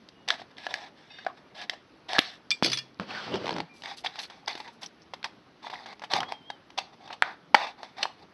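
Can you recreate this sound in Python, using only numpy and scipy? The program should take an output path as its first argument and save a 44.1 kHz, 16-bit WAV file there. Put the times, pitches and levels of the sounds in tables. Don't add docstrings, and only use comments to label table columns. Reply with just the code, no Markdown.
import sys
import numpy as np
from scipy import signal
from scipy.fft import rfft, irfft, next_fast_len
from scipy.io import wavfile
from scipy.ndimage import uniform_filter1d

SR = 44100
rng = np.random.default_rng(int(sys.argv[2]) if len(sys.argv) > 2 else 0)


def bounce(signal):
    frames = np.transpose(np.atleast_2d(signal))
    limited = np.clip(frames, -1, 1)
    pcm = np.round(limited * 32767).astype(np.int16)
    wavfile.write(sys.argv[1], SR, pcm)


def level_to_linear(level):
    exponent = np.asarray(level, float) / 20
    return 10 ** exponent


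N = 367353
KNIFE_LANDS_S = 2.627


def unit(x):
    return x / np.sqrt(np.mean(x ** 2) + 1e-20)


def along(points, hz):
    f, value = np.transpose(points)
    return np.interp(np.log(hz + 1), np.log(f + 1), value)


def curves(rows):
    s, *columns = np.transpose(rows)
    return [np.interp(np.arange(N) / SR, s, column) for column in columns]


def filtered(x, response):
    m = next_fast_len(N + 8192)
    return irfft(rfft(x, m) * response(np.fft.rfftfreq(m, 1 / SR)), m)[..., :N]


def bass_cut(x, hz0):
    return filtered(x, lambda hz: (1j * hz / (hz0 + 1j * hz)) ** 2)


def ringing(x, modes):
    def gain(f):
        total = 0
        for k, (center, width, db) in enumerate(modes):
            loss = 1j * f * width
            total = total + (-1) ** k * level_to_linear(db) * loss / (center * center - f * f + loss)
        return total
    power = np.mean(abs(gain(np.linspace(0, SR / 2, 4096))) ** 2)
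    return filtered(x, gain) / np.sqrt(power)


def bottle(x, gripped, held):
    lift_s = 2.4
    early = np.arange(N) < lift_s * SR
    return ringing(x * early, gripped) + ringing(x * ~early, held)


def gritty(spread_db, life):
    size = np.zeros(N)
    for span in (life, 5 * life):
        knots = np.minimum(rng.exponential(size=int(N / SR / span) + 4), 2.5)
        size += np.interp(np.arange(N) / SR / span, np.arange(len(knots)), knots)
    return unit(rng.standard_normal(N) * level_to_linear(spread_db * size))


def patchy(x, depth_db):
    z = signal.stft(x, nperseg=256)[2]
    field = uniform_filter1d(rng.standard_normal(z.shape), size=4, axis=0)
    field = uniform_filter1d(field, size=10, axis=1)
    return unit(signal.istft(z * level_to_linear(depth_db * unit(field)), nperseg=256)[1][:N])


def stroked(tables, column, trail=0.067):
    gain = np.zeros(N)
    for rows in map(np.transpose, tables):
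        stop = min(N, round((rows[0, -1] + 0.7 * trail) * SR))
        at = np.arange(round(rows[0, 0] * SR), stop)
        rise = (at - at[0]) / SR / 0.012
        fall = (at[-1] - at) / SR / trail
        ends = np.clip(np.minimum(rise, fall), 0, 1)
        gain[at] += ends ** 2 * level_to_linear(np.interp(at / SR, rows[0], rows[column]))
    return gain


def ramps(strokes):
    tables = []
    for s, length, db, change_db, body_db in strokes:
        end_db = db + change_db
        tables.append([(s, db + body_db, db), (s + length, end_db + body_db, end_db)])
    return tables


# f/Hz, level/dB per Hz
HUM = [(25, -30), (44, -15.5), (188, -0.5), (286, 0), (557, -6.5), (1290, -10), (2570, -16.5),
       (6000, -20.5)]


def air():
    spectrum = HUM + [(9000, -30.5)]
    hum = unit(filtered(patchy(rng.standard_normal(N), depth_db=1.5), lambda hz: level_to_linear(along(spectrum, hz))))
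    hiss = ringing(patchy(rng.standard_normal(N), depth_db=3.0), [(11140, 1900, 0)])
    return level_to_linear(-60.5) * hum + level_to_linear(-72.0) * hiss


# t/s, level/dB, sharpness/dB (crisp top over hollow), burst t60/s
KNIFE_POPS = [(.0876, -49.5, 29, 0.017), (.278, -30, 6, 0.03), (.2863, -29, 34.5, 0.011),
              (.3965, -40, -7, 0.015), (.417, -36, -7, 0.023), (.5819, -37, 9, 0.015),
              (1.248, -40.5, 3, 0.0085), (1.7345, -33, -1, 0.027), (2.1325, -20.5, 10, 0.0025)]
TURN_POPS = [(3.821, -39.5, 16, 0.011), (3.8361, -35, 11, 0.013), (3.9823, -54.5, 43, 0.062),
             (4.157, -34.5, 6, 0.012), (4.1885, -27.5, 17, 0.064), (4.232, -47, 41, 0.036),
             (4.2993, -36.5, 6.9, 0.031), (4.481, -29, 20.6, 0.0066), (4.5525, -30, 5, 0.023),
             (4.5764, -33, 5.7, .02), (4.6015, -32, 5.5, 0.027), (4.6763, -36, 5.4, 0.099),
             (4.8306, -39, 28, 0.065), (4.8595, -57, 45, 0.012), (5.1361, -27, 1, 0.031)]
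SNIP_POPS = [(5.668, -33, -6.5, 0.018), (5.699, -30, 1, 0.035), (5.736, -29, -10.5, 0.06),
             (5.859, -31, 0, 0.04), (5.9955, -41.5, 11, 0.0052), (6.019, -31.5, -5, 0.045),
             (6.0373, -25.5, -1.5, 0.074), (6.116, -31, 21, 0.03), (6.1354, -12, 8, 0.012),
             (6.164, -24, -7, 0.049), (6.204, -22, 11, 0.014), (6.322, -23.5, 2, 0.0042),
             (6.5017, -25.5, 1.5, 0.013), (6.703, -42, 9, .015), (6.777, -26, 18, 0.035),
             (6.7859, -19, 9.5, 0.021), (7.076, -39, 6, 0.021), (7.1063, -34.5, -15, 0.046),
             (7.127, -31, 11.5, 0.05), (7.5446, -8, -7.5, 0.013), (7.8311, -29.5, -2, 0.0093),
             (7.983, -35.5, 3, 0.032)]
# t/s, level/dB
TICKS = [(3.0215, -43), (3.3414, -28.5), (3.3558, -27), (3.457, -27), (3.467, -27.5), (3.479, -24.5),
         (3.4919, -23), (3.507, -25), (3.527, -29), (3.5641, -27.5), (3.5832, -26.5), (3.6023, -24)]
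# t/s, level/dB, sharpness/dB, burst t60/s, panel f/Hz
SNAPS = [(0.6666, -25.5, -1, 0.0076, 1540), (0.7405, -26.5, 24.5, 0.0069, 1860),
         (1.1868, -41, 3, 0.033, 1760), (1.2651, -27, -17.5, 0.02, 1520), (1.6137, -41.5, 23, 0.027, 1630),
         (1.696, -24.5, 21.5, 0.014, 2040), (2.1841, -16.5, 11, 0.017, 1240),
         (2.1903, -13.5, 22, 0.006, 2200), (3.8575, -34, 10, 0.015, 2060), (4.046, -38.5, 25, 0.054, 2290),
         (4.0615, -25.5, 4, 0.031, 2290), (5.243, -27.5, 18, 0.015, 2050), (7.5481, -11, 0.5, 0.014, 2110),
         (8.029, -24, 30, 0.024, 2740)]
# t/s, level/dB, sharpness/dB, burst t60/s, panel f/Hz
BUCKLES = [
    (0.3039, -26, 28.5, 0.0075, 1850),
    (2.1523, -36, 14, 0.064, 1700),
    (2.625, -46, -22, 0.0048, 1440),
    (2.998, -35.5, 12, 0.0052, 1116),
    (5.2288, -49.5, 27, 0.0074, 2320),
    (6.2303, -36, 7, 0.021, 1080),
    (7.223, -20, -5.5, 0.0037, 1400),
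    (8.0542, -36.5, -28.5, 0.018, 1040),
]


def dents():
    pop_panel_db, snap_panel_db, buckle_panel_db = -9, 1.5, 9
    tick_sharp_db, tick_t60 = 1.5, 0.015
    small = KNIFE_POPS + TURN_POPS + SNIP_POPS + [(s, db, tick_sharp_db, tick_t60) for s, db in TICKS]
    pitch = 1940 * np.exp(0.16 * rng.standard_normal(len(small)))
    flips = [(*row, hz, pop_panel_db) for row, hz in zip(small, pitch)]
    flips += [(*row, snap_panel_db) for row in SNAPS]
    flips += [(*row, buckle_panel_db) for row in BUCKLES]
    return [(s, db + sharp_db / 2, db - sharp_db / 2, db + panel_db, hz, t60)
            for s, db, sharp_db, t60, hz, panel_db in flips]


# f/Hz, width/Hz, level/dB
HOLLOW_GRIPPED = [(741, 172, 0)]


def pops():
    out, t = np.zeros((4, N + 2048)), np.arange(2048) / SR
    for s, crisp_db, hollow_db, panel_db, panel_hz, t60 in dents():
        life = np.clip(t60, .003, .05)
        burst = rng.standard_normal((4, len(t))) * level_to_linear(-60 * t / life) * (1 - np.exp(-t / (0.038 * life)))
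        burst[0] = 4.05 * burst[0] + (t < .0004) * 3
        swing = np.sin(2 * np.pi * panel_hz * t) * (1 - np.exp(-t * panel_hz / 0.25))
        burst[1] = swing * level_to_linear(-60 * t * panel_hz / 9)
        burst /= np.linalg.norm(burst, axis=1, keepdims=True)
        levels = level_to_linear([[hollow_db + 9], [panel_db + 14], [panel_db + 14.0], [crisp_db + 10.0]])
        out[:, round(s * SR):][:, :len(t)] += levels * burst
    hollow = bottle(out[0, :N], HOLLOW_GRIPPED, [(854, 205, 0)])
    wall = out[1, :N] + bottle(out[2, :N], [(1700, 130, 0)], [(1700, 580, 0)])
    crisp = ringing(out[3, :N], [(3500, 3050, 3.0), (4730, 9800, -0.5), (10230, 5400, -4.5)])
    return bass_cut(hollow + wall + crisp, hz0=285)


# f/Hz, t60/s
ROOM = [(300, 0.24), (1500, 0.35), (6000, 0.26)]


def room(x, hold, droop_db):
    hz, t, z = signal.stft(rng.standard_normal((4, SR // 2)), SR, nperseg=256)
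    held_db = droop_db * np.minimum(t / hold, 1)
    fall_db = held_db + 60 * np.maximum(t - hold, 0) / along(ROOM, hz)[:, None]
    tails = signal.istft(z * level_to_linear(-fall_db), SR, nperseg=256)[1]
    tails = tails / np.linalg.norm(tails[0])
    turns = np.arange(N) // (SR // 4) % 4 == np.arange(4)[:, None]
    late = np.pad(x * turns, ((0, 0), (90, 0)))
    return signal.fftconvolve(late, tails, axes=1)[:, :N].sum(0)


# t/s, f/Hz, level/dB
SQUEAK = [
    [(.15, 2870, -70), (.2, 2880, -70), (.25, 2900, -69)],
    [(3.69, 2380, -64), (3.72, 2400, -55.5), (3.81, 2310, -70)],
    [(6.24, 3200, -57), (6.295, 3350, -51), (6.32, 3270, -59), (6.345, 3220, -51), (6.39, 3200, -59),
     (6.43, 3065, -63), (6.49, 3270, -52.5), (6.53, 3170, -56), (6.59, 2900, -78)],
]


def squeaks():
    out, s = np.zeros(N), np.arange(N) / SR
    for rows in SQUEAK:
        hz, db = curves(rows)
        fade = np.clip(np.minimum(s - rows[0][0], rows[-1][0] - s) / 0.0071, 0, 1)
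        waver = 1 + 0.22 * unit(uniform_filter1d(rng.standard_normal(N), 500))
        out += fade * waver * level_to_linear(db) * np.sin(2 * np.pi * np.cumsum(hz) / SR)
    return out


# t/s, length/s, scrape level/dB, change over the stroke/dB, hollow over scrape/dB
KNIFE_STROKES = [
    (.275, 0.081, -35.5, -8.5, -3.5),
    (.37, 0.052, -60.5, 9, -4),
    (.56, 0.11, -57.5, 11, -7.5),
    (.68, 0.21, -45.5, -9, -2),
    (.95, .35, -64.5, 5, -15),
    (1.36, 0.029, -67, 13.5, -1),
    (1.54, 0.1, -52.5, 12, -4),
    (1.7, 0.055, -55, 0, -1.5),
    (2.08, 0.097, -40.5, 3, -1),
    (2.2, 0.17, -40.5, -14.5, -10),
]
SCISSOR_STROKES = [(3.828, 0.11, -46.5, 1, -6), (4.036, 0.095, -31.5, -35, -4.5),
                   (4.11, 0.097, -61.5, 17.5, -6), (4.18, 0.03, -49.5, -4, -1), (4.295, 0.12, -51, -15, -4),
                   (4.469, 0.06, -32, -11, -4), (4.53, 0.19, -52.5, -7, -4.5), (4.812, 0.04, -45, -8, -3),
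                   (5.238, 0.05, -26.5, -43, 1.5), (7.77, 0.065, -63.5, 4.5, 6),
                   (6.094, 0.083, -44.5, 16, 1.5), (6.197, 0.081, -52.5, -25, 22.5),
                   (6.275, 0.067, -52, -0.5, 3.5), (6.998, 0.11, -62.5, 2.5, 4.5),
                   (7.097, 0.061, -54, -11.5, 9.5), (7.822, 0.11, -47.5, -23, -0.5),
                   (7.958, 0.078, -58, 17.5, 1), (8.019, 0.13, -52.5, -31, 15), (8.16, 0.079, -74.5, 15, 4)]
CATCHES = [
    (.5, 0.018, -58, 2, -6),
    (.543, 0.0084, -63, 2, -12),
    (6.92, 0.026, -61.5, 0.5, 3),
    (7.048, .014, -56, 0, -1),
    (4.222, 0.034, -46, -3.5, -13),
    (5.619, 0.071, -50.5, -2, -2.5),
    (5.7, 0.15, -50, -6, 0),
    (5.851, 0.088, -54.5, 0, 2.5),
]
SETTLE = [
    (6.77, 0.062, -34.5, -26.5, 0.5),
    (6.83, 0.12, -67.5, -9, 6),
    (7.228, 0.12, -49.5, -11, 7.5),
    (7.55, .11, -40.5, -2, 3),
    (7.66, 0.066, -44.5, -12, 1),
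]
# same columns, the last is weight over scrape/dB
SHUFFLES = [
    (2.63, 0.17, -60, -32, 27.7),
    (6.13, 0.22, -60.5, -23, 19.4),
]
# t/s, scrape level/dB, weight on the mat/dB
DRAG = [
    [(2.995, -47, -33), (3.06, -58.5, -61), (3.1, -43, -45.5), (3.2, -42.5, -57), (3.29, -45, -47.5),
     (3.35, -56, -33.5), (3.41, -49, -46.5), (3.49, -49.5, -43), (3.62, -53, -40)],
]
# f/Hz, width/Hz, level/dB
HOLLOW_HELD = [(798, 137, 23), (1235, 160, 14)]
# f/Hz, width/Hz, level/dB
WALL_GRIPPED = [(1700, 177, -6), (2500, 4900, -15.5), (3540, 490, -8), (5400, 280, -19)]
WALL_HELD = [(1520, 1350, -3.5), (2290, 850, 1), (3516, 230, 4), (4800, 2000, -3.5), (11100, 4000, -14.5)]
# f/Hz, width/Hz, level/dB
WEAVE = [(710, 270, 3.5), (1400, 1070, 2), (3200, 590, 2), (4600, 1300, -2.5)]


def rubbing():
    slips = patchy(gritty(spread_db=2.4, life=.002), depth_db=1.8)
    even = patchy(rng.standard_normal(N), depth_db=1.5)
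    lumps = slips + 0.98 * gritty(spread_db=3.5, life=0.0088)
    plastic = np.zeros(N)
    kinds = ((KNIFE_STROKES + SCISSOR_STROKES, lumps, slips, .045),
             (CATCHES, lumps, slips, .006),
             (SETTLE, even, even, .045))
    for strokes, push, drive, trail in kinds:
        hollow = unit(bottle(push, HOLLOW_GRIPPED, HOLLOW_HELD))
        wall = unit(bottle(drive, WALL_GRIPPED, WALL_HELD))
        plastic += stroked(ramps(strokes), column=1, trail=trail) * hollow
        plastic += stroked(ramps(strokes), column=2, trail=trail) * wall
    mat_modes = [(105, 49, 1.1), (203.0, 69, 10.0), (321, 94, 10.9), (510, 303, 5.6)]
    mat = unit(ringing(gritty(spread_db=2.5, life=.006), mat_modes))
    weave = unit(ringing(patchy(gritty(spread_db=1.2, life=.001), depth_db=.8), WEAVE))
    weight = stroked(DRAG, column=2) + stroked(ramps(SHUFFLES), column=1)
    return plastic + weight * mat + stroked(DRAG, column=1) * weave


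# t/s, level/dB, f/Hz, t60/s
FACETS = [(1.108, -47, 820, 0.032), (2.945, -39, 4960, .002), (2.991, -35, 4000, 0.0018),
          (3.033, -36, 2500, .008), (3.0826, -41, 1110, .015), (3.1063, -26.5, 2600, 0.009),
          (3.149, -27.5, 1810, 0.014), (3.279, -26, 804, 0.0089), (3.3156, -29, 520, 0.027),
          (3.4433, -23.5, 575, 0.019), (3.518, -25, 4500, .007), (3.54, -26, 5000, .007),
          (3.3405, -22, 3200, .006), (3.607, -32, 2240, 0.0078), (4.037, -45, 3030, .012),
          (4.116, -46, 815, .04), (4.1395, -39, 4020, .02), (4.183, -35, 820, 0.03),
          (4.1935, -36, 4180, 0.01), (4.2005, -24, 4070, .012), (4.309, -37, 1300, 0.0072),
          (4.4304, -46.5, 805, 0.03), (4.5302, -27, 4300, 0.022), (.304, -9, 3560, .008),
          (4.8316, -23, 5440, 0.011), (4.8619, -19, 5770, 0.0041), (5.02, -37, 5150, 0.0031),
          (5.6402, -38, 950, 0.044), (5.707, -39, 4330, 0.0073), (5.7285, -32, 840, 0.026),
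          (5.756, -29, 1970, .012), (5.7899, -39, 1900, .012), (5.7985, -37, 796, 0.012),
          (5.8857, -42, 806, .03), (4.461, -32, 4930, .005), (7.2228, -6, 8660, .002),
          (3.166, -38.5, 6810, 0.0033), (5.645, -31.5, 910, 0.032), (5.68, -39, 850, 0.023),
          (5.775, -40, 795, 0.018), (5.917, -48, 1010, 0.016), (3.372, -28, 604, .02),
          (.569, -36, 3500, 0.0048), (7.1038, -28, 1480, .006), (5.1361, -32, 553, .02),
          (4.552, -36, 340, 0.026), (6.127, -26, 10900, .003), (6.166, -14, 11000, .003),
          (2.1893, -7.5, 4900, .004), (6.186, -18, 780, .02), (2.659, -8, 10900, .006)]
SINGING = [(2.646, -19.5, 2400, 0.027), (2.661, -28, 4500, 0.082), (2.662, -25, 6300, .05),
           (2.666, -38, 2950, 0.1), (2.717, -33, 9090, .1), (2.7315, -19.5, 6020, 0.05),
           (2.735, -40, 1780, 0.075), (2.742, -30, 9092, 0.11), (2.743, -31, 3470, 0.073),
           (2.793, -38, 3390, 0.083), (2.778, -42, 2400, 0.13), (2.78, -43.5, 1800, 0.14),
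           (2.786, -23, 5020, 0.033), (2.79, -40, 2830, 0.076), (2.718, -29, 13500, .15),
           (2.5134, -21.5, 2390, 0.088), (2.5134, -20.5, 3540, 0.06), (2.514, -30.5, 7700, 0.11),
           (2.5136, -29, 4720, 0.099)]


def facets():
    out, t = np.zeros(N + SR), np.arange(SR // 5) / SR
    plastic = [(s, db, hz, min(t60, 28 / hz)) for s, db, hz, t60 in FACETS]
    for s, db, hz, t60 in plastic + SINGING:
        grit = .3 * level_to_linear(-60 * t / .015) * np.diff(rng.standard_normal(len(t) + 1))
        flutter = unit(uniform_filter1d(rng.standard_normal(len(t)), size=300))
        beat = level_to_linear(4 * np.minimum(t / .025, 1) * flutter)
        shape = level_to_linear(db - 60 * t / t60) * (1 - np.exp(-t / (.06 * min(t60, .02))))
        out[round(s * SR):][:len(t)] += shape * (grit - beat * np.sin(2 * np.pi * hz * t))
    return out[:N]


# t/s, length/s, level/dB, f/Hz
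PATCHES = [(2.151, 0.028, -33, 1700), (2.142, 0.04, -44, 4200), (3.137, 0.089, -44, 1555),
           (3.14, 0.04, -49, 4600), (3.303, 0.087, -45, 3080), (3.325, 0.072, -56, 5060),
           (4.059, 0.017, -33, 3480), (4.224, 0.045, -47.5, 4380), (4.64, 0.054, -54.5, 1900),
           (4.653, 0.052, -49, 886), (5.723, 0.034, -50, 3480), (5.824, 0.029, -59, 4000),
           (5.891, 0.037, -57, 4200), (5.896, 0.053, -54.5, 2110), (6.792, 0.081, -59, 4400),
           (7.56, 0.11, -53, 4180), (7.555, 0.062, -59, 5400), (7.572, 0.14, -47.5, 2605),
           (1.269, 0.059, -51, 1146), (4.592, 0.027, -47, 900), (4.857, 0.017, -46, 5500),
           (5.014, 0.027, -60, 5850), (2.999, 0.068, -48.5, 230), (3.5, 0.16, -41, 179),
           (7.216, 0.13, -49, 1637), (.69, 0.034, -53, 3600), (2.222, 0.088, -47.5, 4260),
           (3.346, 0.038, -49, 5120), (4.493, 0.022, -45, 2190)]


def patches():
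    out = np.zeros(N)
    relative_width = 0.17
    for s, length, db, hz in PATCHES:
        t = np.arange(round(length * SR)) / SR
        span = max(2, round(SR / hz / relative_width))
        slow = uniform_filter1d(rng.standard_normal((2, SR // 4)), span, axis=1)[:, :len(t)]
        band = unit(slow[0] * np.cos(2 * np.pi * hz * t) + slow[1] * np.sin(2 * np.pi * hz * t))
        out[round(s * SR):][:len(t)] += level_to_linear(db) * np.sin(np.pi * t / length) * band
    return bass_cut(out, hz0=88.6)


# t/s, peak level/dB, most shaken part f/Hz
STEEL_HITS = [(2.5054, -18, 4400), (2.5127, -16, 2400), (2.6303, -19, 4630), (2.6444, -15.5, 4640),
              (2.66, -18.5, 4600), (2.6783, -27, 4420), (2.6982, -27, 4460), (2.717, -21, 4970),
              (2.73, -17, 3290), (2.7452, -28.5, 2300), (2.7723, -24, 5400), (2.786, -26.5, 4300)]
# f/Hz, level/dB, t60/s
STEEL = [(2320, -18, 0.1), (2900, -25.5, 0.18), (3396, 8, 0.06), (4640, -4, 0.093), (5640, 12, 0.018),
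         (5560, -14, 0.085), (7500, -27, 0.38), (9350, -27.5, 0.12)]
RATTLE = [(1850, -51, 0.1), (2400, -11, 0.23), (2830, -44, 0.045), (3290, -18, 0.03), (4314, 1.5, 0.035),
          (4940, 6.5, 0.03), (5420, 0, 0.045), (6200, 2.5, 0.064)]
# t/s, level/dB
CHATTER = [
    (1.095, -53),
    (1.245, -58),
]
# f/Hz, width/Hz, level/dB
BLADE = [(1690, 85, -16), (2090, 25, -5), (2568, 25, -7), (2875, 20, -2.5), (3650, 40, -3.5),
         (3940, 20, -9), (4565, 28, -6), (4920, 80, -19), (5500, 45, -11)]


def knife():
    out, t = np.zeros(N + SR), np.arange(SR // 8) / SR
    hz, level, t60 = np.transpose(STEEL + RATTLE)[:, :, None]
    for s, db, part_hz in STEEL_HITS:
        in_hand = s < KNIFE_LANDS_S
        clack_db, rise_s = (-1, .0002) if in_hand else (6, .0012)
        chance = rng.standard_normal((3, len(hz), 1))
        strength = 0.35 * level + 3 * chance[0] - 16 * abs(np.log2(hz / part_hz))
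        tone = np.sin(2 * np.pi * hz * (1 + 0.015 * chance[1]) * t + 9 * chance[2])
        ring = level_to_linear(strength - 70 * t / np.minimum(t60, .055)) * tone
        clack = level_to_linear(clack_db - 60 * t / 0.035) * rng.standard_normal(len(t))
        out[round(s * SR):][:len(t)] += level_to_linear(db - 5.0) * (ring.sum(0) + clack) * (1 - np.exp(-t / rise_s))
    time = np.arange(N) / SR
    blade = ringing(rng.standard_normal(N), BLADE)
    blade += sum(level_to_linear(db - 8) * np.sin(2 * np.pi * mode_hz * time) for mode_hz, _, db in BLADE)
    creep = stroked([CHATTER], column=1) * unit(blade)
    return bass_cut(out[:N], hz0=1210) + creep


# t/s, peak level/dB, f/Hz
THUDS = [
    (2.189, -12, 292),
    (2.627, -14.5, 221),
    (2.997, -21, 220),
    (3.339, -19.5, 400),
    (3.502, -36, 286),
    (3.607, -33, 182),
    (6.138, -25.5, 343),
    (7.545, -17.5, 255),
]


def thuds():
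    out, t = np.zeros(N + SR), np.arange(SR // 2) / SR
    bumps = [(s, db - 3, 476) for s, db in TICKS]
    for s, db, hz in THUDS + bumps:
        out[round(s * SR):][:len(t)] += level_to_linear(db - 3.5 - 60 * t / 0.019) * np.sin(2 * np.pi * hz * t)
    landing = round(KNIFE_LANDS_S * SR)
    hum = level_to_linear(-34.5 - 60 * t / 0.6) * np.sin(2 * np.pi * 130 * t) * np.minimum(t / 0.061, 1)
    out[landing:][:len(t)] += hum
    edge_s = 0.00013
    out[landing - 62:][:len(t)] -= level_to_linear(-8) * t / edge_s * np.exp(1 - t / edge_s)
    return bass_cut(out[:N], hz0=101.5)


# t/s, level/dB
SKID = [
    (2.63, -26),
    (2.67, -35.5),
    (2.71, -44),
    (2.74, -42),
    (2.79, -50),
]


def skid():
    grit = ringing(gritty(spread_db=2.5, life=0.002), [(2600, 2500, -4.5), (4700, 1800, 2)])
    return stroked([SKID], column=1, trail=.03) * unit(grit)


# t/s, length/s, level/dB
SWISHES = [
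    (3.73, 0.093, -49.5),
    (3.961, 0.034, -36),
    (4.192, 0.062, -38),
    (4.566, 0.058, -44.5),
    (4.716, 0.032, -51),
    (4.806, 0.055, -40.5),
]


def swish():
    hiss = unit(ringing(gritty(spread_db=3.5, life=0.0027), [(10300, 55000, 0)]))
    slides = [[(s, db), (s + length, db)] for s, length, db in SWISHES]
    return stroked(slides, column=1) * bass_cut(hiss, hz0=4000)


def scene():
    hits, rub = pops() + knife(), rubbing()
    answer = level_to_linear(-12.5) * room(hits + level_to_linear(-2) * rub, hold=0.021, droop_db=10.0)
    table = thuds() + skid()
    details = swish() + squeaks() + patches() + facets()
    return (hits + rub + answer + table + details + air())[None]


# f/Hz, level/dB
MIC = [(4500, 3.5), (6000, -1.5), (7500, -5), (9000, -14), (11000, -12.5), (13000, -29), (14500, -53.5),
       (16500, -77)]
# f/Hz, width/Hz, depth/dB
NOTCHES = [(6990, 307, 20), (8440, 110, 30.5), (10000, 133, 27), (12120, 200, 20), (13700, 200, 26.5)]


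def microphone(x):
    m = 4096
    hz = np.fft.rfftfreq(m, 1 / SR)
    db = along(MIC, hz) - sum(depth / (1 + ((hz - c) / w) ** 2) for c, w, depth in NOTCHES)
    cepstrum = irfft(np.log(level_to_linear(db)), m)
    cepstrum[1:m // 2] *= 2
    cepstrum[m // 2 + 1:] = 0
    impulse = irfft(np.exp(rfft(cepstrum)), m)
    x = signal.fftconvolve(x, impulse[None], axes=1)[:, :N]
    return x / (1 + abs(x) ** 8) ** (1 / 8)


def low_pass(x):
    return signal.sosfilt(signal.butter(12, 14900, fs=SR, output="sos"), x)


def record(dry):
    mix = microphone(dry)
    return low_pass(mix)


dry = scene()
out = record(dry)
bounce(out)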